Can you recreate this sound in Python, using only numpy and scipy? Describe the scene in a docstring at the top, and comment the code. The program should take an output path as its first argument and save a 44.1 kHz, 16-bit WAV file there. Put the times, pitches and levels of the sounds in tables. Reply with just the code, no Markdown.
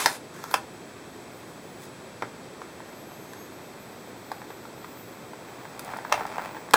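"""Instant camera, close up

Above a table in a small room, a motor pushes out a print and stops with a clack. The print is pulled
free and the slot snaps shut; the flash recharges with a thin rising whistle. Hands turn the hollow
plastic body, then fold the flash hood down: it rubs, creaks, catches and latches."""
import sys
import numpy as np
from scipy import signal
from scipy.fft import rfft, irfft
from scipy.io import wavfile
from scipy.ndimage import map_coordinates

SR = 44100
rng = np.random.default_rng(int(sys.argv[2]) if len(sys.argv) > 2 else 0)


def log_audio(samples):
    """Write samples as a 16-bit WAV file to the path given in sys.argv[1]."""
    # one column per channel
    frames = np.atleast_2d(samples).T
    # limit to full scale, then quantise
    limited = np.clip(frames, -1, 1)
    pcm = np.round(limited * 32767).astype(np.int16)
    wavfile.write(sys.argv[1], SR, pcm)


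N = 298116
TIME = np.arange(N) / SR
PRINT_FREE_S = .54

# spectrum of rubbed plastic: (frequency [Hz], level [dB])
RUB_COLOUR = [(300, -15), (600, 0), (830, 5.5), (1200, -2), (1700, -7.5), (2400, -8.5), (3500, -17.5),
              (7000, -26.5), (15000, -30)]


def undb(db):
    """Decibels to gain."""
    return 10 ** (np.asarray(db) / 20)


def unit(x):
    """Scale to rms 1."""
    return x / np.sqrt(np.mean(x ** 2))


def fader(rows):
    """Gain along (time [s], level [dB]) rows, silent outside them."""
    s, db = np.transpose(rows)
    return undb(np.interp(TIME, s, db, left=-150, right=-150))


def gate(start_s, end_s, edge_s=.005):
    """On between two times, with linear ramps."""
    return np.clip((TIME - start_s) / edge_s, 0, 1) * np.clip((end_s - TIME) / edge_s + 1, 0, 1)


def band(x, lo_hz, hi_hz, order=2):
    """Causal band-pass."""
    sos = signal.butter(order, [lo_hz, min(hi_hz, .48 * SR)], "band", fs=SR, output="sos")
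    return signal.sosfilt(sos, x)


def colour(x, points):
    """Shape by (frequency [Hz], level [dB]) points; rms 1."""
    hz, db = np.transpose(points)
    bins_hz = np.maximum(np.fft.rfftfreq(len(x), 1 / SR), 1)
    gain = undb(np.interp(np.log(bins_hz), np.log(hz), db))
    return unit(irfft(rfft(x) * gain, len(x)))


def grains(rate_per_s, spread_db):
    """Tiny slips of uneven size at random times; rms 1."""
    slips = (rng.random(N) < rate_per_s / SR) * rng.standard_normal(N)
    return unit(slips * undb(spread_db * rng.standard_normal(N)))


def wander(rate_per_s):
    """Smooth random drift; rms 1."""
    steps = rng.standard_normal(1000)
    return unit(map_coordinates(steps, [TIME * rate_per_s], mode="wrap"))


def add(out, start_s, sound):
    """Mix a sound in at a time."""
    i = int(start_s * SR)
    out[i:i + len(sound)] += sound[:max(N - i, 0)]


def attack_level(x, db):
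    """Set the rms of the first 6 ms."""
    return x * undb(db) / np.sqrt(np.mean(x[:264] ** 2))


def background(air_db=-43.5, whine_db=-63, whine_hz=7800, flutter_hz=25, flutter_depth=0.13):
    """Steady room air and hiss, with a thin fluttering electronic whine."""
    # room air and microphone hiss: (frequency [Hz], spectral density [dB])
    air_colour = [(15, -54), (25, -13), (37, -26), (113, -0.5), (371, 1.5), (1280, -9), (2460, -13.5),
                  (2890, -14.5), (3220, -16), (7220, -23.5), (7830, -23), (11700, -29), (12700, -27),
                  (14200, -33), (15800, -33)]
    air = colour(rng.standard_normal(N), air_colour)
    flutter = 1 + flutter_depth * np.sin(2 * np.pi * flutter_hz * TIME)
    whine = unit(np.sin(2 * np.pi * whine_hz * TIME) * flutter)
    return undb(air_db) * air + undb(whine_db) * whine


def motor(start_db=-27, mesh_hz=410, teeth_db=-9, stop_s=.059, rest_s=0.16,
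          sag_db_per_s=102, coast_db_per_s=92, rest_db_per_s=400):
    """Gear teeth click unevenly, rollers hiss over the print; the train runs down after the stop."""
    # spectrum of gears and rollers: (frequency [Hz], level [dB])
    drive_colour = [(120, -33), (250, -7), (500, -4), (800, 5), (1150, 2), (1750, -2), (2700, -1.5),
                    (3350, -3), (4300, -6), (6500, -6), (10000, -5.5), (13500, -10), (16000, -23)]
    coast_s = np.maximum(TIME - stop_s, 0)
    tooth_hz = mesh_hz * np.exp(-coast_s / 0.33)
    teeth = np.diff(np.floor(np.cumsum(tooth_hz) / SR), prepend=0)
    teeth *= undb(3.3 * rng.standard_normal(N)) * np.sqrt(SR / mesh_hz)
    drive = colour(rng.standard_normal(N) + undb(teeth_db) * teeth, drive_colour)
    db = start_db - sag_db_per_s * np.minimum(TIME, stop_s) - coast_db_per_s * coast_s
    db -= rest_db_per_s * np.maximum(TIME - rest_s, 0)
    return drive * undb(np.maximum(db, -200))


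def case_ring(t, knock_db, crack_db, crack_hz, ring_db=-24, scatter_db=5.0, near_db=7):
    """Shell and springs ring: low modes follow the knock, high ones the crack, most near its pitch."""
    # case modes: (frequency [Hz], T60 [s], level [dB])
    case_modes = [(456, 0.12, 11.5), (615, 0.13, 8.5), (843, 0.21, 5.5), (1080, .14, -11),
                  (1270, 0.12, -15), (1415, 0.33, -1), (1573, 0.055, 7.5), (2350, 0.2, -2),
                  (2540, 0.038, 13), (4140, .16, -2), (4250, .18, 1), (4600, .2, -11), (4430, .2, -3),
                  (4940, .2, -6), (5130, .2, -10), (5900, .15, -11), (6700, 0.18, -6)]
    hz, t60_s, db = np.transpose(case_modes)[:, :, None]
    nearness = np.exp(-(np.log2(hz / crack_hz) / 0.41) ** 2)
    push_db = np.interp(hz, [1500, 2600], [knock_db, crack_db]) + near_db * (nearness - .5)
    push_db += scatter_db * rng.standard_normal(hz.shape)
    modes = np.sin(2 * np.pi * (hz * t + rng.random(hz.shape)))
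    modes *= undb(push_db + db + ring_db - 60 * t / t60_s)
    return modes.sum(axis=0) * (1 - np.exp(-t / 0.00031))


def blow(knock_db, thump_db, crack_db, tick_db, brightness_hz, crack_hz, tick_t60_s=0.028):
    """A blow swings a damped panel, thumps the hollow body, cracks at the contact and rings the case."""
    t = TIME[:SR // 4]

    def decay(t60_s):
        return undb(-60 * t / t60_s)

    noise = rng.standard_normal((3, len(t))) * (1 - np.exp(-t / 0.0003))
    # harder contact: higher panel pitch, more chatter from loose inner parts
    hardness = np.log2(brightness_hz / 1100)
    panel_hz = 905 * 2 ** (0.35 * hardness)
    panel = np.sin(2 * np.pi * panel_hz * t) * decay(0.013) * (1 - np.exp(-t / 0.0004))
    rattle = band(noise[0] * decay(0.023), 1024, 1810)
    knock = attack_level(band(panel, 425, 3700), 0) + attack_level(rattle, -3 + 12 * hardness)
    thump = band(np.sin(2 * np.pi * 480 * t) * decay(0.015), 213, 530, order=1)
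    contact = band(noise[1] * decay(0.014), 1800, 5900, order=3)
    edge = band(contact, crack_hz / 1.44, crack_hz * 1.17)  # the struck edge favours one range
    crack = attack_level(contact, 0) + attack_level(edge, 0)
    tick = band(noise[2] * decay(tick_t60_s), 3700, 14600)
    low = attack_level(knock, knock_db) + attack_level(thump, thump_db)
    high = attack_level(crack, crack_db) + attack_level(tick, tick_db)
    return low + high + case_ring(t, knock_db, crack_db, crack_hz)


def clacks(hollow_db=5, dull_db=-7):
    """Hard blows, each followed by a softer, duller, hollower rebound."""
    # motor stop, slot flap, two bumps, hood catch, two-stage latch: (time [s], knock [dB], thump [dB],
    # crack [dB], tick [dB], brightness [Hz], crack pitch [Hz], rebound delay [s], rebound gain [dB])
    hard_blows = [(.059, -13, -28.5, -18, -23.5, 1190, 5300, 0.0073, -11),
                  (0.5404, -15.5, -31, -23, -27, 1250, 2800, .0036, -6.5),
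                  (2.222, -26, -31, -42, -54, 1170, 2800, 0.0084, -5),
                  (4.316, -27, -43, -43.5, -47, 870, 4300, .006, -14),
                  (6.124, -16, -50, -20, -32, 1230, 2730, 0.017, -8),
                  (6.7355, -18, -28.5, -20, -23.5, 1150, 3100, .0125, -13),
                  (6.7393, -7, -16, -20.5, -21, 1150, 4090, 0.016, -20)]
    out = np.zeros(N)
    for s, knock, thump, crack, tick, brightness_hz, crack_hz, delay_s, rebound_db in hard_blows:
        add(out, s, blow(knock, thump, crack, tick, brightness_hz, crack_hz))
        rebound = blow(knock, thump + hollow_db, crack + dull_db, tick + dull_db,
                       0.61 * brightness_hz, crack_hz)
        add(out, s + delay_s, undb(rebound_db) * rebound)
    return out


def print_slide(pull_s=.335, pull_db=-49, rise_db_per_s=18, tug_s=.505, tug_db=0.5, lip_db=-46):
    """The stiff print scrapes through the slot, louder as the pull grows, and hisses over the lip."""
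    # spectrum of the scrape: (frequency [Hz], level [dB])
    slide_colour = [(400, -31), (900, 10), (1800, 7), (3000, -9), (6500, -3.5), (10000, -10), (14000, -8),
                    (16000, -23)]
    tug = gate(tug_s, PRINT_FREE_S)
    db = pull_db + rise_db_per_s * (np.minimum(TIME, PRINT_FREE_S) - pull_s) + tug_db * tug
    scrape = colour(grains(rate_per_s=9000, spread_db=3.5), slide_colour)
    hiss = unit(band(rng.standard_normal(N), 10500, 14000))
    return scrape * undb(db) * gate(pull_s, PRINT_FREE_S) + hiss * undb(lip_db) * tug


def ticks():
    """Small hard edges click past each other: dry treble over a light knock."""
    # edge contacts: (time [s], tick [dB], knock [dB])
    contacts = [(0.4393, -41.5, -35), (0.512, -42, -36), (3.333, -48.5, -43), (5.7934, -36.5, -38.5),
                (5.847, -45.5, -56), (5.97, -46, -54), (6.266, -46.5, -40), (6.38, -49, -46),
                (6.709, -42, -40)]
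    out = np.zeros(N)
    for s, tick_db, knock_db in contacts:
        add(out, s, blow(knock_db, thump_db=knock_db - 10, crack_db=knock_db - 8, tick_db=tick_db,
                         brightness_hz=1300, crack_hz=4500, tick_t60_s=0.015))
    return out


def flash_whistle(start_hz=2938, limit_hz=9550, half_rise_s=2.5, reflection=.4, flutter_per_s=22):
    """The transformer sings, rising as the capacitor fills; harmonics swell where the housing leaks."""
    # transmission of the housing: (frequency [Hz], gain [dB])
    housing = [(6100, -25), (6440, -1), (6750, -25), (8800, -20), (9200, -2), (11000, -3), (13000, 0),
               (15500, 0), (17000, -80)]
    # whistle reaching the microphone as the body turns: (time [s], level [dB])
    whistle_levels = [(.55, -73), (1.05, -72), (1.3, -68.5), (2.7, -71), (2.95, -60.5), (3.45, -60.5),
                      (3.75, -66), (4.7, -65), (5.05, -57), (5.35, -67), (5.9, -63), (6.76, -61)]
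    charge_s = np.maximum(TIME - PRINT_FREE_S, 0)
    hz = start_hz + (limit_hz - start_hz) * charge_s / (charge_s + half_rise_s)
    phase = 2 * np.pi * np.cumsum(hz) / SR
    tone = 0
    for k in range(1, 5):
        leak_db = np.interp(k * hz, *np.transpose(housing))
        tone = tone + undb(leak_db) * np.exp(1j * k * phase)
    # reflections off the moving hands reinforce or cancel
    paths = 1 + reflection * (wander(flutter_per_s) + 1j * wander(flutter_per_s))
    return np.sqrt(2) * np.imag(tone * paths) * fader(whistle_levels)


def fingers(brush_s=1.835, brush_width_s=.035, brush_db=-52, shift_db=-58):
    """One fingertip brushes past; then fingers shift on the turning body."""
    shifts = colour(grains(rate_per_s=100, spread_db=0), RUB_COLOUR) * gate(2.1, 5.9, edge_s=.3)
    brush = unit(band(grains(rate_per_s=6000, spread_db=4), 2000, 15500, order=1))
    brush *= np.exp(-((TIME - brush_s) / brush_width_s) ** 2)
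    return undb(brush_db) * brush + undb(shift_db) * shifts


def taps():
    """Soft fingers knock on the body with little edge."""
    # finger taps: (time [s], knock [dB], brightness [Hz])
    finger_taps = [(2.617, -34.5, 1310), (2.803, -39, 950), (4.417, -39, 1330), (4.503, -38.5, 980),
                   (4.653, -39.5, 980), (4.844, -36, 1430), (5.333, -38, 1090), (5.652, -39, 1130)]
    out = np.zeros(N)
    for s, db, brightness_hz in finger_taps:
        add(out, s, blow(db, thump_db=db - 14, crack_db=db - 18, tick_db=db - 24,
                         brightness_hz=brightness_hz, crack_hz=3400))
    return out


def hinge():
    """Plastic sticks and slips on plastic as the hood folds."""
    # hood rubbing on hinge and struts: (time [s], level [dB])
    rub_levels = [(5.45, -48.5), (5.8, -49.5), (5.92, -38), (6.03, -48.5), (6.15, -34.5), (6.28, -40),
                  (6.45, -36), (6.52, -45), (6.72, -54)]
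    return colour(grains(rate_per_s=1300, spread_db=2.5), RUB_COLOUR) * fader(rub_levels)


def creaks():
    """Each jerk of the hinge knocks the hood dully, at nearly the same pitch."""
    # hinge jerking free: (time [s], knock [dB])
    jerks = [(5.89, -36), (5.936, -30.5), (5.965, -32.5), (5.986, -31.5), (6.049, -30.5), (6.119, -25),
             (6.177, -33), (6.208, -26), (6.2525, -28.5), (6.382, -25.5), (6.394, -30), (6.5466, -39.5),
             (6.567, -34.5), (6.687, -37.5)]
    out = np.zeros(N)
    for s, db in jerks:
        brightness_hz = 960 * np.exp(0.12 * rng.standard_normal())
        add(out, s, blow(db, thump_db=db - 18, crack_db=db - 23, tick_db=db - 33,
                         brightness_hz=brightness_hz, crack_hz=3150))
    return out


def room(x, wet_db=-8.5, build_s=0.0041):
    """Close walls give a short diffuse tail, duller as it fades."""
    # reverberation time: (frequency [Hz], T60 [s])
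    decay_times = [(250, 0.28), (1000, 0.18), (4000, 0.17), (14000, 0.16)]
    hz, t60_s = np.transpose(decay_times)
    t = TIME[:SR // 2]
    tail = np.zeros(len(t))
    for octave_hz in 125 * 2. ** np.arange(8):
        noise = band(rng.standard_normal(len(t)), octave_hz / np.sqrt(2), octave_hz * np.sqrt(2))
        tail += noise * undb(-60 * t / np.interp(octave_hz, hz, t60_s))
    tail *= 1 - np.exp(-(t / build_s) ** 2)
    tail /= np.sqrt(np.sum(tail ** 2))
    return undb(wet_db) * signal.fftconvolve(x, tail)[:N]


def scene():
    """Mechanism and handling in the room, plus dry whistle and background; mono."""
    camera = clacks() + taps() + creaks() + ticks() + motor() + print_slide() + hinge() + fingers()
    return (camera + room(camera) + flash_whistle() + background())[None]


def record(dry, top_hz=15850):
    """Two narrow notches, clipping at full scale, steep low-pass."""
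    # recorder notches: (frequency [Hz], width [Hz])
    notches = [(2900, 284), (11720, 900)]
    for hz, width_hz in notches:
        dry = signal.lfilter(*signal.iirnotch(hz, hz / width_hz, fs=SR), dry)
    low_pass = signal.ellip(8, .2, 70, top_hz, fs=SR, output="sos")
    return signal.sosfilt(low_pass, np.clip(dry, -1, 1))


dry = scene()
out = record(dry)
log_audio(out)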